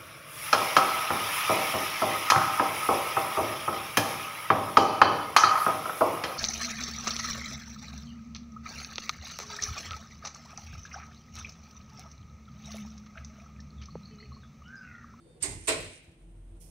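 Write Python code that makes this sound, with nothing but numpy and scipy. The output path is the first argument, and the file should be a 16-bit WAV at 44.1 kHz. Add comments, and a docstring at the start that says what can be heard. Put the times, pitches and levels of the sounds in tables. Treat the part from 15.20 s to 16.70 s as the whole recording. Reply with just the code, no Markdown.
"""Inside a steel elevator car a fan hums throughout, at first with a thin electrical whine.
At 0.22 s the door latch scrapes over its keeper and drops with a bright clack; at 0.48 s a heavier
catch follows. Each clack is a cluster of impacts that rings the metal and echoes between the walls,
while the car booms, the door panel bumps and the linkage ticks and rubs. After a dull thud under the
floor, a motor takes up its low drone near 1 s, and at 1.4 s a soft sliding hiss sets in."""
import sys
import numpy as np
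from scipy import signal
from scipy.fft import rfft, irfft
from scipy.io import wavfile
from scipy.ndimage import uniform_filter1d

SR = 44100
rng = np.random.default_rng(int(sys.argv[2]) if len(sys.argv) > 2 else 0)


def wav_out(sig):
    """Save sig, one row per channel (or a flat mono array), as 16-bit PCM at SR to the path in sys.argv[1]."""
    wavfile.write(sys.argv[1], SR, np.round(np.clip(np.atleast_2d(sig).T, -1, 1) * 32767).astype(np.int16))


N = 66150
T, HZ = np.arange(N) / SR, np.fft.rfftfreq(N, 1 / SR)

# Balance of the two microphones. Each row: frequency in Hz, left minus right in dB.
BALANCE = [(60, -.5), (200, 1), (700, 0), (1300, 1.45), (2400, 3.5), (3600, 1.03), (4600, -3), (6300, -8),
           (7400, -18), (8400, -28), (9500, -26), (11000, -14), (15000, -9)]
# Likeness of the sound at the two microphones. Each row: frequency in Hz, coherence from 0 to 1.
COHERENCE = [(50, 1), (130, 0.85), (280, 0.84), (500, 0.75), (1000, 0.092), (2000, 0.0082), (15000, 0.084)]
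# Decay of the first echoes and of the tail. Each row: frequency in Hz, time to fall 60 dB in seconds.
EARLY_DECAY = [(150, 0.67), (450, 0.51), (1000, 0.31), (2500, 0.21), (5000, 0.34), (8500, 0.12),
               (14000, 0.19)]
LATE_DECAY = [(150, 0.49), (450, 0.82), (1000, 0.47), (2500, 0.83), (5000, 0.69), (8500, 0.51),
              (14000, 0.49)]
# Echo growth, slowest for the heavy panels. Each row: frequency in Hz, base time constant in seconds.
ECHO_RISE = [(200, 0.015), (900, 0.013), (2500, 0.0058), (5000, 0.0011), (9000, 0.00164)]

# Spectra of the air, hiss and friction noises. Each row: frequency in Hz, relative density in dB.
AIR_SPECTRUM = [(25, -34), (50, -15), (100, -25), (150, -16), (200, -28), (320, -23), (400, -32.5),
                (470, -28.5), (570, -32.5), (700, -34), (1200, -44), (3260, -48), (4500, -56),
                (5600, -55.5), (7500, -54), (9000, -42.5), (11000, -60), (15000, -70)]
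WHINE_SPECTRUM = [(3000, -32), (4000, -11), (4300, 5), (4700, 7), (5000, -9), (5400, -18), (7500, -9),
                  (8700, 6), (10000, -19), (15000, -35)]
SLIDE_SPECTRUM = [(1180, -48), (2000, -6), (2370, -6.5), (2820, -10.5), (3230, -8), (3740, -15), (4290, -9),
                  (4830, -13), (5220, -1.5), (7050, -6.5), (9840, 2), (11200, -6), (12500, -5.5),
                  (15500, -16)]
RUB_SPECTRUM = [(1500, -11), (2600, -10.5), (4000, -20), (6000, -7), (7500, -13.5), (8800, 1.5),
                (10000, -10), (11500, -27), (15000, -42.5)]
SCRAPE_SPECTRUM = [(600, -15), (1300, -2), (1900, -1), (3500, 4.5), (5000, 1), (7000, 0), (8800, 0.5),
                   (10500, -16), (15000, -35)]
# Tones of the fan and the motor. Each row: frequency in Hz, base rms level in dB.
FAN_TONES = [(167, -68.5), (221, -76), (336, -69), (448, -80.5)]
MOTOR_OVERTONES = [(86.2, -61), (103, -62.5)]
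# Swell of the motor's fundamental. Each row: time in seconds, gain in dB.
MOTOR_SWELL = [(0, -50), (.9, -38), (.96, -15), (.995, -13), (1.02, -4), (1.13, -3), (1.2, 0), (1.3, 0),
               (1.36, 2), (1.42, -4), (1.5, -4)]
# Rubs of the linkage. Each row: centre in seconds, half length in seconds, level in dB.
RUB_SWELLS = [(0.481, 0.081, -55.5), (0.736, 0.055, -59)]

# Impacts on the car and its door gear. Each row: start in seconds, relative level in dB.
BODY_JOLTS = [(.152, -21), (0.221, -3.5), (0.281, 1), (0.307, -0.5), (.352, 2), (.412, -5), (0.484, -1.5),
              (0.541, -5), (0.592, 1), (0.659, -3.5)]
PANEL_BUMPS = [(.052, 6), (.078, -2), (.143, 3.5), (.585, 10), (.665, -8), (1.39, -1)]
LINKAGE_TICKS = [(.307, -13), (.604, 2.5), (.834, -15.5), (.908, -22)]
LATCH_CONTACTS = [(.2245, -3.5), (.228, 0.5), (.305, -18)]
CATCH_CONTACTS = [(.472, -10.5), (.477, -2), (.483, -1), (.488, -1.5), (.497, -8.5), (.645, -21.5)]
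# Spectra of the impacts. Each row: frequency in Hz, relative density in dB.
BUMP_SPECTRUM = [(150, -8), (230, -15), (300, -2), (470, 11), (560, 5), (800, -42), (2000, -43),
                 (15000, -79)]
TICK_SPECTRUM = [(100, -37), (2000, 2), (5000, -6), (8500, -6.5), (10500, -14), (15000, -21)]
LATCH_SPECTRUM = [(88, -22), (150, 0), (193, -16.5), (314, 0), (411, -2), (519, -14.5), (643, -8.5),
                  (1090, -10.5), (1320, -21), (1980, -8.5), (3040, -15.5), (4560, -12), (5870, -13.5),
                  (6730, -7.5), (9000, -0.5), (10300, -21), (15500, -34.5)]
CATCH_SPECTRUM = [(88, -38.5), (150, -6.5), (204, -38.5), (257, -13.5), (371, -12), (433, -9.5), (545, -14),
                  (649, -2.5), (714, -14.5), (850, -17), (1030, -10.5), (1180, -16.5), (1400, -16.5),
                  (1700, -17), (1950, -13), (2500, -12), (3400, -17.5), (4050, -16.5), (4370, -19),
                  (6300, -23), (8410, -12), (11000, -31.5), (15000, -45.5)]
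# Normal modes. Each row: frequency in Hz, relative level in dB, time to fall 60 dB in seconds.
BODY_RESONANCES = [(51.3, -0.5, 0.22), (88, -1, 0.21), (103.6, -1.5, 0.22), (141, -8, 0.23),
                   (164, -17, 0.088), (256.3, -13.5, 0.4)]
LATCH_RESONANCES = [(287, -7.5, 0.44), (398, -9, 0.48), (2086, -8, 0.5), (4770, 1, 0.15), (8080, -24, .45),
                    (8419, -3, 0.18), (9500, -11, .27), (9000, 4, 0.18)]
PANEL_RESONANCES = [(280, -8, .3), (333, -7, .33), (364, -9, .48), (424, -5, .25), (441, 2, .34),
                    (493, -10, .38), (517, -10, .45), (596, -10, .42), (641, -6, .36), (1040, -7, .2),
                    (1948, -16, .5), (2418, -13, .5), (2557, -13, .5), (4128, -12, .44), (8105, -12, .3),
                    (8440, -13, .32)]


def amp(db):
    """Amplitude grows tenfold for every 20 dB."""
    return 10 ** (np.asarray(db) / 20)


def unit(x):
    """Normalisation to an rms of 1."""
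    return x / np.sqrt(np.mean(x ** 2) + 1e-20)


def read(table, hz):
    """Interpolation on a logarithmic frequency axis."""
    table_hz, value = np.transpose(table)
    return np.interp(np.log(hz + 1), np.log(table_hz + 1), value)


def add(mix, start_s, sound):
    """Superposition: a sound adds to the mix from its start onward."""
    part = mix[:, max(round(start_s * SR), 0):]
    part += sound[..., :part.shape[1]]


def coherence(hz):
    """Spatial coherence: long waves reach both microphones alike, short ones do not."""
    return np.clip(read(COHERENCE, hz), 0, 1)


def stereo_gains(hz):
    """Level difference between left and right, at constant power of their mean."""
    left = amp(read(BALANCE, hz))
    return np.array([left, np.ones_like(left)]) * 2 / np.sqrt(1 + left ** 2 + 2 * coherence(hz) * left)


def noise():
    """Partially coherent white noise at two microphones, alike in the bass."""
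    common, separate = rfft(rng.standard_normal((2, N)))
    same = coherence(HZ)
    return irfft(np.array([common, same * common + np.sqrt(1 - same ** 2) * separate]), N)


def causal(x, gain):
    """A minimum-phase filter applies a gain per frequency with no ringing ahead of the sound."""
    cepstrum = irfft(np.log(gain + 1e-5), N)
    folded = cepstrum * (1 + np.sign(np.fft.fftfreq(N)))
    taps = irfft(np.exp(rfft(folded)), N)[:, :4096]
    return signal.fftconvolve(x, taps, axes=1)[:, :N]


def coloured(x, spectrum, low_hz):
    """Spectral shaping: a spectrum with a bass roll-off, at unit power, then the stereo balance."""
    gain = amp(read(spectrum, HZ)) / np.sqrt(1 + (low_hz / (HZ + 1)) ** 8)
    return causal(x, unit(gain) * stereo_gains(HZ))


def rippled(x, ripple_db=2, width_hz=40):
    """Countless narrow resonances of the steel ripple the spectrum differently at each microphone."""
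    ripple = uniform_filter1d(rng.standard_normal((2, len(HZ))), int(width_hz / HZ[1]))
    depth_db = ripple_db * (1 - coherence(HZ)) ** 2
    mean_power = np.exp(2 * np.log(amp(depth_db)) ** 2)
    return causal(x, amp(depth_db * unit(ripple)) / np.sqrt(mean_power))


def drift(rate_hz):
    """Low-passed noise gives a random fluctuation of zero mean and rms 1."""
    return unit(irfft(rfft(rng.standard_normal(N)) * np.exp(-(HZ / rate_hz) ** 2) * (HZ > 0), N))


def tone(hz, db, waver, flutter_db):
    """A sinusoid under random modulation of frequency (by the fraction waver) and of level."""
    cycles = np.cumsum(hz * (1 + waver * drift(13.1))) / SR
    return np.sqrt(2) * amp(db + flutter_db * drift(8.3)) * np.sin(2 * np.pi * cycles)


def ring(modes, rise_s):
    """Damped normal modes; the higher ones reach the two microphones out of phase."""
    out = np.zeros((2, N))
    for hz, db, t60 in modes:
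        phase = np.arccos(coherence(hz)) * rng.choice([-1, 1]) * np.array([[-.5], [.5]])
        envelope = amp(db) * np.exp(-np.log(1000) * T / t60)
        out += stereo_gains(hz)[:, None] * envelope * np.sin(2 * np.pi * hz * T + phase)
    return out * (1 - np.exp(-T / rise_s))


def wall_echoes(tail_db, rise_scale, spread_db=3.5):
    """Reverberation: uneven reflections off the steel walls build up, then decay into a weaker tail."""
    uneven = amp(spread_db * np.clip(drift(1850), -2, 2) * np.exp(-T / 0.041))
    hz, t, bands = signal.stft(noise() * uneven, SR, nperseg=256)
    early = np.exp(-np.log(1000) * t / read(EARLY_DECAY, hz)[:, None])
    late = np.exp(-np.log(1000) * t / read(LATE_DECAY, hz)[:, None])
    rise = 1 - np.exp(-t / (rise_scale * read(ECHO_RISE, hz)[:, None]))
    envelope = np.hypot(early, amp(tail_db) * late) * rise
    envelope /= np.linalg.norm(envelope, axis=1, keepdims=True)  # equal energy in every band
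    return signal.istft(bands * envelope, SR, nperseg=256)[1][:, :N]


def impacts(contacts, spectrum, low_hz, tail_db, rise_scale):
    """Impulsive excitation: each contact gives a bright direct crack and its echoes."""
    out = np.zeros((2, N))
    for start_s, db in contacts:
        echoes = wall_echoes(tail_db, rise_scale)
        crack = np.diff(noise(), prepend=0) * np.exp(-T / 0.0014)
        add(out, start_s, amp(db) * (unit(echoes) + amp(-5) * unit(crack)) / np.sqrt(N))
    return rippled(coloured(out, spectrum, low_hz))


def fan():
    """Broadband noise of moving air lies under the fan's wavering tones."""
    air = amp(-62 + drift(24)) * coloured(noise(), AIR_SPECTRUM, low_hz=31.3)
    return air + sum(tone(hz, db, waver=0.0082, flutter_db=4) for hz, db in FAN_TONES)


def whine(end_s=0.2, fade_s=0.017):
    """An electrical tone over narrow-band hiss; both cease just before the latch."""
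    line = tone(hz=3630, db=-81, waver=.003, flutter_db=3)
    hiss = amp(-78.5) * coloured(noise(), WHINE_SPECTRUM, low_hz=3000)
    return (line + hiss) * np.clip((end_s - T) / fade_s, 0, 1)


def motor(overtone_growth=1.83):
    """Nonlinear growth: the overtones swell faster than the fundamental, so the drone roughens."""
    swell_db = np.interp(T, *np.transpose(MOTOR_SWELL))
    overtones = sum(tone(hz, db + overtone_growth * swell_db, waver=0.022, flutter_db=4)
                    for hz, db in MOTOR_OVERTONES)
    return tone(hz=43.1, db=-48 + swell_db, waver=.006, flutter_db=.7) + overtones


def slide(start_s=1.396, rise_s=.022, fade_db_per_s=84):
    """Sliding friction makes a hiss that starts quickly and decays exponentially."""
    age = np.maximum(T - start_s, 0)
    envelope = np.minimum(age / rise_s, 1) * amp(-56.5 - fade_db_per_s * age + drift(120))
    return rippled(coloured(noise() * envelope, SLIDE_SPECTRUM, low_hz=2500))


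def floor_thud(centre_s=.888, half_length_s=.013, hz=85):
    """A Gaussian wave packet: a few smooth cycles of bass under the floor."""
    t = T - centre_s
    return amp(-49) * np.exp(-(t / half_length_s) ** 2) * np.sin(2 * np.pi * hz * t)


def car_body():
    """Free vibration: every jolt sets the low modes of the car booming."""
    out = np.zeros((2, N))
    for start_s, db in BODY_JOLTS:
        add(out, start_s, amp(-40.5 + db) * ring(BODY_RESONANCES, rise_s=0.0031))
    return out


def panel_bumps():
    """Soft impacts of the door panel carry little energy at high frequencies."""
    return amp(-32.5) * impacts(PANEL_BUMPS, BUMP_SPECTRUM, low_hz=141, tail_db=-20, rise_scale=0.27)


def linkage_rubs():
    """Friction in the travelling linkage gives grainy noise that swells and fades."""
    envelope = sum(amp(db) * np.exp(-((T - centre_s) / half_s) ** 2)
                   for centre_s, half_s, db in RUB_SWELLS)
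    return coloured(noise() * envelope * amp(3.6 * drift(300)), RUB_SPECTRUM, low_hz=1500)


def linkage_ticks():
    """Light impacts in the linkage radiate mainly treble."""
    return amp(-21.5) * impacts(LINKAGE_TICKS, TICK_SPECTRUM, low_hz=500, tail_db=-26, rise_scale=2.5)


def latch_scrape(start_s=0.204, release_s=0.2274, growth_db_per_s=947):
    """Friction noise of the latch on its keeper grows exponentially until the latch lets go."""
    sliding = (T > start_s) * np.exp(-np.maximum(T - release_s, 0) / 0.012)
    growth = amp(-46 + growth_db_per_s * np.minimum(T - release_s, 0) + 1.1 * drift(600))
    return coloured(noise() * sliding * growth, SCRAPE_SPECTRUM, low_hz=600)


def latch():
    """Impact excitation: the latch drops with a bright clack and rings in its own modes."""
    out = amp(-1.5) * impacts(LATCH_CONTACTS, LATCH_SPECTRUM, low_hz=170, tail_db=-8.5, rise_scale=1.2)
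    add(out, start_s=.227, sound=amp(-40) * ring(LATCH_RESONANCES, rise_s=.012))
    return out


def catch():
    """Impact excitation: the heavier catch strikes in a quick cluster and rings the door panel."""
    out = amp(2.5) * impacts(CATCH_CONTACTS, CATCH_SPECTRUM, low_hz=129, tail_db=-9.5, rise_scale=0.24)
    add(out, start_s=.479, sound=amp(-28.5) * ring(PANEL_RESONANCES, rise_s=.012))
    return out


def scene():
    """Superposition: the pressures of all sources in the car add."""
    door_gear = latch() + catch() + linkage_ticks() + panel_bumps() + latch_scrape() + linkage_rubs()
    return door_gear + car_body() + floor_thud() + fan() + whine() + motor() + slide()


def record(dry, low_hz=32, high_hz=15750):
    """Band limiting: the microphones roll off the bass and a steep low-pass bounds the treble."""
    high_pass = signal.butter(4, low_hz, "high", fs=SR, output="sos")
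    low_pass = signal.firwin(511, high_hz, window=("kaiser", 9), fs=SR)
    return signal.oaconvolve(signal.sosfilt(high_pass, dry), low_pass[None], "same")


dry = scene()
out = record(dry)
wav_out(out)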